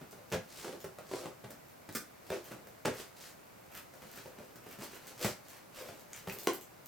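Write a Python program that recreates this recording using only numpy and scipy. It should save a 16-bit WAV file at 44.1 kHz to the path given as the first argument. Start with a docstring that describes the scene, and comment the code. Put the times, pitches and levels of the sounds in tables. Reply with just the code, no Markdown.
"""In a small quiet room, a scissor blade works along the taped seam of a cardboard box on a wooden tray table.
The blade scrapes, catches and knocks the box, and slits the tape in short rips; the tape crackles,
the scissors click. Random grains and noise bursts, the forces of contact, ring filters for table,
box panels, edge, tape and steel. Each contact gets an answer from the room, over a steady hush."""
import sys
import numpy as np
from scipy import signal
from scipy.fft import rfft, irfft, next_fast_len
from scipy.io import wavfile
from scipy.ndimage import uniform_filter1d

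SR = 44100
rng = np.random.default_rng(int(sys.argv[2]) if len(sys.argv) > 2 else 0)


def pcm_store(signal):
    """Save signal as 16-bit PCM."""
    levels = np.round(np.clip(np.atleast_2d(signal), -1, 1) * 32767)
    wavfile.write(sys.argv[1], SR, levels.astype(np.int16).T)


N = 303219  # length of the scene in samples
SIZE = 16384  # samples in one contact or one filter
T = np.arange(SIZE) / SR  # time within a contact, s
HZ = np.fft.rfftfreq(SIZE, 1 / SR)

# the blade catches and knocks the box: start_s, level_db (of the panels), panel_hz (strongest panel pitch),
# table_db (weight on the table, against the panels), sharp_db (edge and tape louder by this much)
BLADE_KNOCKS = [(0.012, -65.5, 258, 15.5, -7), (0.126, -58, 560, 1, -13), (0.644, -43.5, 373, -31, -8),
                (0.679, -44, 382, -9, -15), (0.726, -46, 420, -10, -6), (0.842, -45.5, 327, -3, 6),
                (0.985, -49, 530, -9, 3), (1.113, -44, 377, -4.5, -22), (1.135, -40, 393, -23, -20),
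                (1.256, -44.5, 494, -3.5, -12), (1.439, -55.5, 340, 7, -2), (1.504, -53, 269, -15, 14.5),
                (1.889, -51, 290, 1.5, 7), (2.302, -40.5, 375, -4, 1), (2.511, -51, 323, 2.5, 8),
                (2.669, -58.5, 583, -6, 12), (2.855, -34, 266, -2.5, -5), (2.88, -35.5, 367, -18, -22),
                (3.935, -60, 700, -5, 13), (4.02, -56.5, 595, -0.5, 7), (4.172, -56, 358, -1.5, 14.5),
                (4.257, -50.5, 412, -4, -3), (4.383, -57, 526, 5.5, -12), (4.556, -60, 261, 2, 17),
                (4.665, -59.5, 290, 4.5, 6), (4.787, -57.5, 283, 9, 13), (5.246, -38, 540, 4.5, 14),
                (5.81, -48.5, 600, -16, -12), (5.886, -51, 520, -4.5, 3), (6.272, -46, 390, 3.5, -10),
                (6.471, -28, 414, -25, 1.5)]
# resonances of the box panels: pitch_hz, width_hz, level_db
PANEL_MODES = [(235, 32, 4), (292.5, 21, 3.5), (349.6, 21, 1), (382, 27.5, 2), (430, 30, -5.5),
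               (507.4, 25, 0.5), (577, 12.5, -4), (616, 15, -36)]
# tone of the tape: pitch_hz, level_db (per Hz)
TAPE_TONE = [(1200, -8.5), (3000, 3), (4500, 4.5), (6300, 7.5), (9000, 4.5), (11000, 0), (14000, 7.5),
             (16500, 5)]
# tone of the fine, high fizz: pitch_hz, level_db (per Hz)
FIZZ_TONE = [(3000, -7.5), (9000, -4), (11500, -4.5), (13000, 4.5), (14500, 3.5), (16500, -7.5)]


def amp(db):
    """Turn decibels into a gain."""
    return 10 ** (np.asarray(db) / 20)


def unit(x):
    """Scale x to an average strength (rms) of 1."""
    return x / np.sqrt(np.mean(x ** 2) + 1e-20)


def along(points, hz):
    """Read a curve of (Hz, value) points on a logarithmic pitch axis."""
    point_hz, value = np.transpose(points)
    return np.interp(np.log(hz + 1), np.log(point_hz), value)


def filtered(x, gain):
    """Multiply x by a gain that depends on frequency."""
    n = x.shape[-1]
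    padded = next_fast_len(n + SIZE)
    spectrum = rfft(x, padded) * gain(np.fft.rfftfreq(padded, 1 / SR))
    return irfft(spectrum, padded)[..., :n]


def stereo(pair, width):
    """Use two unrelated signals as middle and side; width sets how strong the side is at each pitch."""
    middle = pair[0]
    side = filtered(pair[1], lambda hz: amp(along(width, hz)))
    return np.array([middle + side, middle - side])


def air():
    """The room's steady hush: shaped noise that comes from all sides."""
    # tone of the hush: pitch_hz, level_db (per Hz, before the overall level is set)
    hush_tone = [(15, -36), (25, -22), (124, -4.5), (445, -10), (617, -8.5), (1090, -13), (1510, -14),
                 (1640, -16.5), (2270, -17), (3230, -24), (4600, -23.5), (8370, -26.5), (10700, -28),
                 (14000, -22.5), (16500, -29)]
    # stereo width of the hush: pitch_hz, side_db (side over middle)
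    hush_width = [(50, -18), (130, -5), (220, -2.5), (520, 3.5), (1500, -1), (5000, -3), (10700, 3.5),
                  (11500, -24)]
    hush = filtered(rng.standard_normal((2, N)), lambda hz: amp(along(hush_tone, hz)))
    return amp(-56) * unit(stereo(hush, hush_width))


def colour(spectrum):
    """Make a short filter with the given tone that reacts only after it is struck (minimum phase)."""
    cepstrum = irfft(np.log(amp(along(spectrum, HZ))))
    # folding the second half onto the first leaves no sound before the strike
    fold = 1 + np.sign(SIZE // 2 - np.arange(SIZE))
    return irfft(np.exp(rfft(cepstrum * fold) - cepstrum[0]))


def body(modes, centre_hz, leak_hz, falloff_db=15):
    """Damped resonances: the place of contact favours those near centre_hz; little sounds below leak_hz."""
    ring = 0
    for hz, width, db in modes:
        # each octave away from the centre costs falloff_db
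        strength = amp(db - falloff_db * abs(np.log2(hz / centre_hz)))
        damping = 1j * HZ * width
        ring = ring + strength * damping / (hz * hz - HZ * HZ + damping)
    radiated = (HZ / (HZ - 1j * leak_hz)) ** 2
    return irfft(ring * radiated)


def edge(spectrum, edge_hz, boost=0.78, q=2.6):
    """An edge of cardboard or steel has one main resonance, set by where it is touched."""
    damping = 1j * HZ * edge_hz
    resonance = boost * damping / (q * (edge_hz ** 2 - HZ ** 2) + damping)
    return irfft(rfft(colour(spectrum)) * (1 + resonance))


def room(wet_db, gap=0.0053):
    """Direct sound, then after a short gap (s) the dying answer of furniture and walls."""
    # how long the room rings: pitch_hz, decay_s (time to drop by 60 dB)
    room_decay = [(100, 0.23), (400, 0.24), (1500, 0.28), (5000, 0.27), (10000, 0.25), (16000, 0.18)]
    # stereo width of the answer: pitch_hz, side_db (side over middle); the bass is nearly mono
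    room_width = [(60, -15), (250, -11), (500, -6), (1000, -7), (4000, -5), (8500, -1.5), (10500, -5),
                  (11500, -30)]
    hz, t, bands = signal.stft(rng.standard_normal((2, SIZE)), SR, nperseg=256)
    decay = amp(-60 * t / along(room_decay, hz)[:, None])
    tail = signal.istft(bands * decay, SR, nperseg=256)[1][:, :SIZE]
    tail = tail * np.clip(T / gap - .5, 0, 1)  # fades in around the gap
    direct = (T == 0)
    return direct + amp(wet_db) * stereo(unit(tail), room_width) / np.sqrt(SIZE)


def grains(n, rate, spread_db):
    """Tiny slips and fibre breaks of uneven size at random moments, about rate per second."""
    sizes = amp(spread_db * np.clip(rng.standard_normal(n), -2, 2))
    sizes = sizes * rng.choice([-1, 1], n)
    happens = rng.random(n) < rate / SR
    return unit(sizes * happens)


def add(out, s, force, parts, levels_db, wet_db):
    """Mix in one contact: the force rings each part to its level over the first 30 ms."""
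    # double length, so that the end of the ringing does not wrap round to the start
    heard = rfft(force, 2 * SIZE) * rfft(room(wet_db), 2 * SIZE)
    start = max(round(s * SR), 0)
    onset = round(.03 * SR)
    for part, db in zip(parts, levels_db):
        ring = irfft(heard * rfft(part, 2 * SIZE))[:, :SIZE]
        gain = amp(db) / np.std(ring.mean(0)[:onset])
        out[:, start:start + SIZE] += (gain * ring)[:, :N - start]


def box_parts(table_hz, panel_hz, edge_hz):
    """What a contact shakes: table, box panels, cardboard edge, tape."""
    # resonances of the wooden table: pitch_hz, width_hz, level_db
    table_modes = [(103.6, 28, 2.5), (127.3, 21, 5.5), (172.8, 44, 1.5), (202.6, 32, 1)]
    # tone of the cracking cardboard edge: pitch_hz, level_db (per Hz)
    crack_tone = [(200, -27), (750, 10.5), (1050, 12.5), (1400, 17), (2100, 8), (3000, 0.5), (4000, -2),
                  (6000, 8.5), (16000, -37)]
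    table = body(table_modes, table_hz, leak_hz=45.6)
    panels = body(PANEL_MODES, panel_hz, leak_hz=171)
    return table, panels, edge(crack_tone, edge_hz), colour(TAPE_TONE)


def knocks():
    """The blade catches and chatters briefly; in harder knocks the first push outweighs the chatter."""
    out = np.zeros((2, N))
    push_from_db, push_grows = -44, 1  # push and chatter are equal at this level; dB of push per dB of knock
    crack_db, tape_db = -21.5, -15.5  # edge and tape against the panels, at sharpness 0
    for s, db, panel_hz, table_db, sharp_db in BLADE_KNOCKS:
        swell = (1 - np.exp(-T / 0.0012)) * np.exp(-T / 0.012)
        chatter = grains(SIZE, rate=2500, spread_db=8.5) * swell
        # the cardboard crushes over a few milliseconds
        push = rng.standard_normal(SIZE) * T * np.exp(-T / 0.0014)
        push_gain = amp(push_grows * (db - push_from_db))
        force = push_gain * unit(push) + unit(chatter)
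        levels = db + np.array([table_db, 0, crack_db + sharp_db, tape_db + sharp_db])
        parts = box_parts(table_hz=184, panel_hz=panel_hz, edge_hz=1260)
        add(out, s, force, parts, levels, wet_db=-2.0)
    return out


def snaps():
    """Stretched tape lets go in thin, bright ticks, each a quickly fading burst of grains."""
    # single snaps of tape: start_s, level_db, thin_db (fizz up and snap down by this much)
    tape_snaps = [(0.111, -71, -13), (0.301, -67, -5), (0.804, -68.5, -12), (1.6854, -71, 2),
                  (1.9265, -60.5, -1), (2.4425, -65, 6), (3.7176, -70, -4), (5.0692, -66, -11),
                  (5.4842, -68, -10), (5.747, -68, 3), (5.995, -66.5, -4), (6.2838, -67, 12),
                  (6.324, -60.5, 11.5), (6.386, -59, -12), (6.433, -59.5, 7.5), (6.534, -56, 8.5),
                  (6.6105, -61, -2), (6.8596, -60, 4)]
    out = np.zeros((2, N))
    parts = (colour(TAPE_TONE), colour(FIZZ_TONE))
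    for s, db, thin_db in tape_snaps:
        crackle = grains(SIZE, rate=2800, spread_db=5.0) * np.exp(-T / 0.0026)
        add(out, s, crackle, parts, [db - thin_db, db + thin_db], wet_db=4.0)
    return out


def friction(part, swell, rate, spread_db):
    """Slips ring one sounding part; their strength follows the swell of the stroke."""
    response = signal.fftconvolve(room(wet_db=0.0), part[None], axes=1)[:, :SIZE]
    response = response / np.linalg.norm(response.mean(0))
    force = swell * grains(SIZE, rate, spread_db)
    return signal.fftconvolve(force[None], response, axes=1)


def slide():
    """Pressure rubs the panels; tape hisses under the blade, and where the blade bites, it rasps and fizzes."""
    # strokes along the seam: peak_s (height of the stroke), level_db (of the hiss), length_s,
    # pressure_db (rub over hiss), bite_db (rasp and fizz louder by this much)
    blade_strokes = [(0.185, -74.5, 0.039, 19.5, -3), (0.61, -50, 0.12, -13, -8.5),
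                     (0.705, -62.5, 0.13, 11.5, -21), (1.165, -53, 0.11, 1, -14),
                     (1.24, -61, 0.057, 15, -13), (2.341, -54, 0.078, 5, -7), (2.484, -61.5, 0.07, 0, 0.5),
                     (2.619, -75.5, 0.16, 16, -10), (2.987, -52, 0.079, -6.5, -0.5),
                     (3.245, -53.5, 0.088, -14, -6), (3.763, -57, 0.046, -11, 8.5),
                     (4.049, -64.5, .12, -9, 1), (4.188, -60, 0.15, -22, 1.5), (4.431, -70, 0.15, 10, 3.5),
                     (4.718, -61.5, 0.084, 2.5, 5.5), (4.834, -48, 0.043, 0.5, -2),
                     (4.943, -60.5, 0.067, 0, 5), (5.087, -55.5, 0.074, -4, -1.5),
                     (5.244, -45, 0.064, -4, -1.5), (5.272, -44.5, 0.055, -12, -5),
                     (5.528, -60.5, 0.094, -4, 2), (5.791, -52.5, .055, -1.5, 2.5),
                     (5.9, -62.5, 0.17, 3.5, 1), (6.17, -57, .06, -19, 2.5), (6.335, -64.5, 0.11, 8.5, 5),
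                     (6.419, -61.5, 0.047, 6, -5.5), (6.537, -74, .055, 1, -10)]
    # tone of the rasp: pitch_hz, level_db (per Hz)
    rasp_tone = [(200, -8), (700, -2), (1400, -1.5), (2000, -5), (3000, -2.5), (4000, -19), (7000, -18),
                 (16000, -43)]
    # tone of the hiss: pitch_hz, level_db (per Hz)
    hiss_tone = [(1500, 0.5), (3000, 0), (4200, 4.5), (6300, 2.5), (9000, 0), (11000, -4.5), (16000, -7)]
    rise_share = .57  # the rise's share of a stroke's length; the rest is its fall
    uneven_db, uneven_s = 3, 0.0073  # the blade sticks and frees itself: depth and duration
    out = np.zeros((2, N + 3 * SIZE))  # spare room at both ends
    t = T - T.mean()
    knock_s, _, knock_hz, _, _ = np.transpose(BLADE_KNOCKS)
    for s, db, length, pressure_db, bite_db in blade_strokes:
        spread = length * np.where(t < 0, rise_share, 1 - rise_share)
        swell = np.exp(-.5 * (t / spread) ** 2)
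        wobble = uniform_filter1d(rng.standard_normal(SIZE), round(uneven_s * SR))
        swell = swell * amp(uneven_db * unit(wobble))
        # the blade travels from one catch to the next
        panel_hz = np.interp(s, knock_s, knock_hz)
        # pressing harder rasps more and smothers the fizz (dB per dB)
        rasp_db = db + bite_db - 1 + 0.075 * pressure_db
        fizz_db = db + bite_db - 4 - 0.042 * pressure_db
        panels = body(PANEL_MODES, panel_hz, leak_hz=179)
        rub = amp(db + pressure_db) * friction(panels, swell, rate=430, spread_db=7)
        rasp = amp(rasp_db) * friction(edge(rasp_tone, edge_hz=1800), swell, rate=800, spread_db=6.0)
        hiss = amp(db) * friction(colour(hiss_tone), swell, rate=2500, spread_db=5.0)
        fizz = amp(fizz_db) * friction(colour(FIZZ_TONE), swell, rate=1200, spread_db=17)
        start = round(s * SR) + SIZE // 2
        out[:, start:][:, :2 * SIZE - 1] += rub + rasp + hiss + fizz
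    return out[:, SIZE:SIZE + N]


def rips():
    """The tape tears in a dense run of breaks that stops as the blade comes to rest."""
    # the tape gives way: start_s, level_db (of the panels), table_hz and panel_hz (strongest pitches),
    # table_db (weight on the table, against the panels), tape_db (tape over the panels), length_s
    tape_rips = [(0.317, -37, 196, 405, -4, -26, 0.038), (0.331, -39, 115, 496, 1, -18, 0.021),
                 (1.949, -41.5, 206, 250, -2.5, 4.5, 0.027), (2.317, -38.5, 127, 514, -15, -34, 0.036),
                 (2.85, -37, 170, 250, -6, -20, 0.029), (5.252, -44, 104, 576, -8, -11, 0.026)]
    out = np.zeros((2, N))
    for s, db, table_hz, panel_hz, table_db, tape_db, length in tape_rips:
        run = (1 - np.exp(-T / 0.00061)) * np.exp(-(T / length) ** 2)
        force = grains(SIZE, rate=2500, spread_db=4.0) * run
        # the more tape tears, the more the cardboard edge cracks (dB per dB)
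        crack_db = -3.5 + 0.45 * tape_db
        levels = db + np.array([table_db, 0, crack_db, tape_db])
        add(out, s, force, box_parts(table_hz, panel_hz, edge_hz=2600), levels, wet_db=-4.0)
    return out


def clicks():
    """Steel meets steel; the hand damps the ring, whose pitch depends on where the blades touch."""
    # the two blades click together: start_s, level_db, ring_hz (strongest ring)
    blade_clicks = [(0.324, -46.5, 3100), (6.132, -49.5, 6500), (6.2974, -46, 2540)]
    # tone of the steel: pitch_hz, level_db
    steel_tone = [(800, -20), (1500, -9), (1850, 0), (2100, 0), (2600, -9), (4200, -11), (6440, -6),
                  (8500, -11), (11000, -17), (14000, -14), (16500, -21)]
    out = np.zeros((2, N))
    for s, db, ring_hz in blade_clicks:
        blade = edge(steel_tone, ring_hz, boost=4.9, q=9.2)
        force = rng.standard_normal(SIZE) * np.exp(-T / 0.0022)
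        add(out, s, force, [blade], [db], wet_db=-2.5)
    return out


def scene():
    """All the work on the box over the room's hush."""
    return air() + knocks() + snaps() + slide() + rips() + clicks()


def record(dry):
    """Keep only what lies below the top of the band, 16700 Hz."""
    return filtered(dry, lambda hz: hz < 16700)


dry = scene()
out = record(dry)
pcm_store(out)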